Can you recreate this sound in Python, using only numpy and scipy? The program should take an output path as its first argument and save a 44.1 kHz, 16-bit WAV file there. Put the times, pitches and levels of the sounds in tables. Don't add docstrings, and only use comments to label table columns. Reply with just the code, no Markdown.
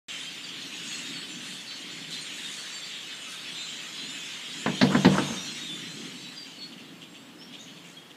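import sys
import numpy as np
from scipy import signal
from scipy.fft import rfft, irfft, next_fast_len
from scipy.io import wavfile
from scipy.ndimage import uniform_filter1d

SR = 44100
rng = np.random.default_rng(int(sys.argv[2]) if len(sys.argv) > 2 else 0)


def unload_wav(signal):
    wavfile.write(
        sys.argv[1],
        SR,
        np.round(np.clip(np.atleast_2d(signal).T, -1, 1) * 32767).astype(np.int16),
    )


N = 359856

# time in seconds, level in dB.
RUMBLE_EARLY_DB = [(0.1, -54.5), (0.98, -49), (1.52, -48), (1.67, -55.5), (1.92, -47.5), (2.74, -56.5),
                   (4.01, -53), (4.03, -47.5), (4.4, -57.5), (4.6, -45.5)]
RUMBLE_LATE_DB = [(5.55, -48.5), (6.02, -42.5), (6.39, -54.5), (6.83, -48), (7.17, -52.5), (7.36, -49),
                  (8.1, -56)]
# frequency in Hz, relative level in dB.
RUMBLE_SPECTRUM = [(25, -48), (50, -56), (80, -23), (120, -11.5), (165, 1), (210, -3), (280, 1.5),
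                   (360, -8.5), (480, -18.5), (800, -39), (1500, -62)]
HISS_SPECTRUM = [(100, -6), (400, 1), (1000, -3.5), (2500, -5.5), (6000, -14.5), (10000, -19),
                 (15000, -23.5)]
# time in seconds, chatter level in dB.
CHATTER_DB = [(.1, -41), (.55, -41.5), (.92, -37.5), (1.25, -41), (2.0, -41.5), (2.35, -39), (3.05, -40.5),
              (4.0, -39.5), (4.7, -39), (5.2, -36.5), (5.7, -41.5), (6.35, -45.5), (7.25, -58.5),
              (7.7, -52), (8.16, -59.5)]
# frequency in Hz, relative level in dB.
RASPING_SPECTRUM = [(500, -24.5), (900, -14.5), (1300, -9), (1900, -4), (2500, -3.5), (3200, 0),
                    (3800, -2.5), (4400, -5), (5200, -9.5), (6500, -37)]
SHRILL_SPECTRUM = [(4000, -26), (5200, -2), (6300, 0), (7400, 0), (8500, -6), (10000, -14.5),
                   (12000, -15.5), (15000, -40)]
# frequency in Hz, T60 in seconds.
TRUNK_T60_S = [(200, 1), (1500, 1), (4000, 0.49), (10000, 0.99)]
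# centre in Hz, pitch spread and glide spread as
# natural-log ratios, level relative to the chatter in dB.
REGISTERS = [(3724, .11, 0.0373, -9.5), (7050, 0.1, .035, -17.5), (9300, 0.073, 0.043, -26)]
# start and length in seconds, start and end pitch in Hz, level in dB.
WHISTLES = [(.13, .052, 3120, 3090, -42), (0.195, 0.05, 9000, 9630, -55), (.26, 0.043, 3150, 3200, -42.5),
            (0.432, 0.032, 4640, 4600, -44), (0.873, 0.095, 6580, 6720, -47), (.904, .11, 4280, 4270, -44),
            (.911, 0.096, 7500, 8160, -49), (1.128, .1, 4610, 4180, -44.5), (1.28, .09, 7130, 7200, -51),
            (1.659, .11, 4520, 4310, -46.5), (1.664, .1, 4050, 3910, -46), (1.896, 0.14, 4340, 4340, -49),
            (2.108, 0.16, 3960, 4250, -45), (2.211, 0.036, 8900, 8560, -48),
            (2.422, 0.085, 3600, 3790, -43), (2.571, 0.057, 4300, 4580, -44),
            (2.721, 0.071, 4510, 4590, -43), (2.726, .068, 7400, 7300, -44.5), (2.82, .07, 4460, 4620, -45),
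            (3.54, 0.18, 4090, 4040, -46), (3.55, .1, 3620, 3660, -42), (3.553, 0.14, 7300, 7290, -49.5),
            (3.959, 0.12, 3980, 4090, -44), (4.045, .13, 6890, 7410, -48.5), (4.09, 0.047, 3660, 3610, -43),
            (4.582, .069, 9000, 10100, -56), (5.226, 0.17, 6650, 6170, -46.5),
            (5.357, 0.055, 3660, 3680, -41), (5.374, .135, 5670, 6020, -47), (5.46, 0.081, 4090, 4230, -44),
            (5.593, 0.1, 3765, 3697, -41.5), (5.68, .1, 3513, 3510, -39.5), (5.839, 0.12, 4060, 4060, -48),
            (6.242, .05, 3894, 3900, -44.5), (6.361, 0.089, 4810, 4675, -42.5),
            (6.585, 0.09, 4430, 4350, -44), (6.928, 0.42, 7480, 7800, -65),
            (7.385, 0.081, 5130, 5670, -51.5), (7.578, .057, 3520, 3890, -50),
            (7.967, 0.028, 3320, 3220, -44.5)]
# start and length in seconds, centre and width in Hz, level in dB.
SCREECHES = [(0.077, 0.18, 6860, 2000, -51), (0.078, 0.12, 2700, 930, -42), (.82, 0.21, 6900, 1500, -50),
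             (1.41, 0.18, 7400, 2600, -49.5), (2.1, 0.07, 6860, 3200, -46.5), (2.11, 0.066, 3720, 905, -40),
             (2.35, 0.35, 7800, 1900, -50.5), (3.27, 0.12, 8200, 2600, -51.5), (5.1, 0.14, 5870, 2800, -44),
             (7.59, 0.077, 6560, 500, -52.5), (7.84, .12, 6960, 2000, -59)]
# start in seconds, clack level in dB, clack cutoff in Hz,
# board note in Hz, thud level in dB, lag of the body's weight in seconds.
STOMPS = [(4.660, -17.5, 2330, 1020, -23, 0.019), (4.813, -14, 5200, 1940, -11, .016),
          (4.947, -15, 1900, 1050, -16.5, 0.00504), (5.047, -13, 3650, 1704, -8, .009),
          (5.181, -17, 1700, 1304, -20.5, .010), (5.300, -44, 1200, 600, -28, 0.0039)]
# frequency in Hz, relative level in dB, T60 in seconds.
DECK_MODES = [(85, -14, 0.12), (146.9, -9.5, 0.46), (192.8, -3.5, 0.25), (233.3, 8.5, 0.06), (266, -22, .2),
              (321.3, -17.5, 0.43), (372, -21, 0.18), (465, -13.5, 0.25)]
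# frequency in Hz, relative level in dB.
HEEL_SPECTRUM = [(60, -34), (200, 8.5), (500, -3.5), (900, 0.5), (1200, -6.5), (1500, -2), (1800, -1.5),
                 (2300, -7.5), (3200, -8.5), (4400, -3), (7000, -18), (15000, -24)]
RATTLE_SPECTRUM = [(30, -9), (70, -5), (115, -12), (150, -0.5), (240, 1), (400, -8), (700, -11.5),
                   (1300, -28), (3000, -54)]
# start and length in seconds, level in dB.
SCUFFS = [(4.902, 0.051, -33.5), (5.124, 0.073, -33), (5.229, 0.156, -45)]
# start in seconds, level in dB.
FLIGHT_CALLS = [(6.46, -48), (6.613, -48.5), (6.72, -49), (6.775, -49.5), (7.011, -47), (7.138, -49),
                (7.28, -56), (7.411, -50), (7.525, -44.5), (7.659, -53), (7.762, -50.5), (7.84, -52),
                (8.1, -49.5)]


def amp(db):
    return 10 ** (np.asarray(db) / 20)


def unit(x):
    return x / np.sqrt(np.mean(x ** 2) + 1e-20)


def along(points, hz):
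    knots_hz, values = np.transpose(points)
    return np.interp(np.log(hz + 1), np.log(knots_hz + 1), values)


def curve(points):
    times_s, values = np.transpose(points)
    return np.interp(np.arange(N) / SR, times_s, values)


def add(track, start_s, sound):
    i = int(np.clip(start_s * SR, 0, N - 1))
    track[i:i + len(sound)] += sound[:N - i]


def filtered(x, response):
    size = next_fast_len(len(x) + 2048)
    return irfft(rfft(x, size) * response(np.fft.rfftfreq(size, 1 / SR)), size)[:len(x)]


def coloured(x, spectrum):
    return unit(filtered(x, lambda hz: amp(along(spectrum, hz))))


def patchy(depth_db, bins, frames):
    spectra = signal.stft(rng.standard_normal(N), nperseg=512)[2]
    field = uniform_filter1d(rng.standard_normal(spectra.shape), bins, axis=0)
    field = uniform_filter1d(field, frames, axis=1)
    return signal.istft(spectra * amp(depth_db * unit(field)), nperseg=512)[1][:N]


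def outdoors():
    rumble_db = curve([*RUMBLE_EARLY_DB, *RUMBLE_LATE_DB])
    rumble = coloured(patchy(depth_db=1.5, bins=1, frames=24), RUMBLE_SPECTRUM)
    hiss = coloured(rng.standard_normal(N), HISS_SPECTRUM)
    return amp(rumble_db) * rumble + amp(-53.5) * hiss


def swell(length_s):
    progress = np.linspace(0, 1, max(int(length_s * SR), 64))
    return unit(np.abs(np.sin(np.pi * progress ** 0.78)) ** 0.63)


def rasp(length_s, centre_hz, width_hz, buzz_hz=130, depth=0.55):
    envelope = swell(length_s)
    noise = rng.standard_normal(len(envelope))
    voice = filtered(noise, lambda hz: 1 / (1 + ((hz - centre_hz) / width_hz) ** 2 / 2) ** 2)
    chop_hz = buzz_hz * np.exp(rng.normal(0, 0.4))
    buzz = 1 + depth * np.sin(2 * np.pi * chop_hz * np.arange(len(envelope)) / SR)
    return envelope * unit(voice * buzz)


def whistle(length_s, start_hz, end_hz, waver, flutter_db=1.5):
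    envelope = swell(length_s)
    progress = np.linspace(0, 1, len(envelope))
    drift, tremble = [np.interp(progress, np.linspace(0, 1, 16), knots)
                      for knots in rng.standard_normal((2, 16))]
    hz = (start_hz + (end_hz - start_hz) * progress) * (1 + waver * drift)
    tone = np.sin(2 * np.pi * np.cumsum(hz) / SR)
    return envelope * unit(amp(flutter_db * tremble) * tone)


def squabble(count):
    out = np.zeros(N)
    starts_s = rng.uniform(0, N / SR, count)
    deviates = np.clip(rng.standard_normal((count, 3)), -2, 2)
    for start_s, (pitch, span, strength) in zip(starts_s, deviates):
        call = rasp(0.045 * np.exp(0.5 * span), 2900 * np.exp(0.22 * pitch), width_hz=800)
        add(out, start_s, amp(2.7 * strength) * call)
    return out


def squeaks(centre_hz, spread, glide, count):
    out = np.zeros(N)
    starts_s = rng.uniform(0, N / SR, count)
    deviates = np.clip(rng.standard_normal((count, 4)), -1.6, 1.6)
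    for start_s, (pitch, slope, span, strength) in zip(starts_s, deviates):
        hz = centre_hz * np.exp(spread * pitch)
        note = whistle(0.0466 * np.exp(0.393 * span), hz, hz * np.exp(glide * slope), waver=0.0049)
        add(out, start_s, amp(1.25 * strength) * note)
    return out


def trunk_scatter(x, wet_db, build_s=0.0058):
    hz, t, spectra = signal.stft(rng.standard_normal(SR), SR, nperseg=256)
    decay = amp(-60 * t / along(TRUNK_T60_S, hz)[:, None])
    tail = signal.istft(spectra * decay * (1 - np.exp(-t / build_s)), SR, nperseg=256)[1]
    echo = signal.fftconvolve(x, tail / np.linalg.norm(tail))[:N]
    return (x + amp(wet_db) * echo) / np.hypot(1, amp(wet_db))


def far_flock(perched_db=-40.5, shrill_db_per_db=1.27, takeoff_s=5.85, alarm_width_s=0.63):
    chatter_db = curve(CHATTER_DB)
    alarm_db = 3.5 * np.exp(-((np.arange(N) / SR - takeoff_s) / alarm_width_s) ** 2)
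    shrill_db = -49.5 + shrill_db_per_db * (chatter_db - perched_db) + alarm_db
    rasping = coloured(patchy(depth_db=3.0, bins=4, frames=7), RASPING_SPECTRUM)
    rasping += amp(-3.5) * coloured(squabble(count=600), RASPING_SPECTRUM)
    rasping += amp(-4.5) * coloured(squeaks(3401, spread=0.17, glide=0.0252, count=480), RASPING_SPECTRUM)
    shrill = coloured(patchy(depth_db=4.0, bins=3, frames=9), SHRILL_SPECTRUM)
    shrill += amp(-4.5) * coloured(squeaks(7220, spread=0.2, glide=0.0295, count=460), SHRILL_SPECTRUM)
    return (amp(chatter_db) * trunk_scatter(unit(rasping), wet_db=-7.5)
            + amp(shrill_db) * trunk_scatter(unit(shrill), wet_db=-10.5))


def whistlers(count=48, typical_s=0.085, spread_db=3):
    out = np.zeros(N)
    for centre_hz, spread, glide, db in REGISTERS:
        starts_s = (np.arange(count) + rng.random(count)) / count * N / SR
        deviates = np.clip(rng.standard_normal((count, 4)), -1.5, 1.5)
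        for start_s, (pitch, slope, span, strength) in zip(starts_s, deviates):
            hz = centre_hz * np.exp(spread * pitch)
            note = whistle(typical_s * np.exp(0.334 * span), hz, hz * np.exp(glide * slope), waver=0.008)
            add(out, start_s, amp(db + spread_db * strength) * note)
    return amp(curve(CHATTER_DB)) * trunk_scatter(out, wet_db=-2.0)


def close_birds():
    out = np.zeros(N)
    for start_s, length_s, start_hz, end_hz, db in WHISTLES:
        add(out, start_s, amp(db) * whistle(length_s, start_hz, end_hz, waver=0.0058))
    for start_s, length_s, centre_hz, width_hz, db in SCREECHES:
        add(out, start_s, amp(db) * rasp(length_s, centre_hz, width_hz))
    return trunk_scatter(out, wet_db=-3.5)


def stomps():
    out = np.zeros(N)
    t = np.arange(SR * 3 // 4) / SR

    def struck(attack_s, t60_s):
        return (1 - np.exp(-t / attack_s)) * amp(-60 * t / t60_s)

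    boom = sum(amp(db) * np.sin(2 * np.pi * hz * t) * struck(0.0035, t60_s) for hz, db, t60_s in DECK_MODES)
    for start_s, clack_db, cutoff_hz, board_hz, thud_db, lag_s in STOMPS:
        heel = coloured(rng.standard_normal(len(t)), HEEL_SPECTRUM)
        heel = filtered(heel, lambda hz: 1 / np.sqrt(1 + (hz / cutoff_hz) ** 6))
        heel *= struck(attack_s=0.0005, t60_s=0.12)
        board = np.sin(2 * np.pi * board_hz * t) * struck(attack_s=0.0005, t60_s=0.034)
        add(out, start_s, amp(clack_db) * (heel + amp(-3.0) * board))
        rattle = coloured(rng.standard_normal(len(t)), RATTLE_SPECTRUM)
        rattle *= struck(attack_s=0.0028, t60_s=0.34)
        add(out, start_s + lag_s, amp(thud_db) * (boom + amp(-6.5) * rattle))
    for start_s, length_s, db in SCUFFS:
        rub = rasp(length_s, centre_hz=1010, width_hz=800, buzz_hz=69, depth=0.36)
        grit = rasp(length_s, centre_hz=6000, width_hz=4500, buzz_hz=69.5, depth=0.8)
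        add(out, start_s, amp(db) * (rub + amp(-19) * grit))
    return trunk_scatter(out, wet_db=-16.5)


def flight_calls():
    out = np.zeros(N)
    for start_s, db in FLIGHT_CALLS:
        length_s = 0.039 * np.exp(rng.normal(0, 0.2))
        throat_hz = 3100 * np.exp(rng.normal(0, 0.05))
        throat = rasp(length_s, throat_hz, width_hz=560)
        edge = rasp(length_s, centre_hz=6000, width_hz=2500)
        add(out, start_s, amp(db) * (throat + amp(-13) * edge))
    return trunk_scatter(out, wet_db=-5)


def scene():
    mono = far_flock() + whistlers() + close_birds() + flight_calls() + stomps() + outdoors()
    return np.array([mono, mono])


def record(dry, silence_s=0.084, low_cut_hz=96, top_hz=15340):
    live = np.arange(N) / SR >= silence_s
    bass_cut = signal.butter(3, low_cut_hz, "highpass", fs=SR, output="sos")
    gated = signal.sosfilt(bass_cut, dry) * live
    return np.array([filtered(channel, lambda hz: hz < top_hz) for channel in gated])


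dry = scene()
out = record(dry)
unload_wav(out)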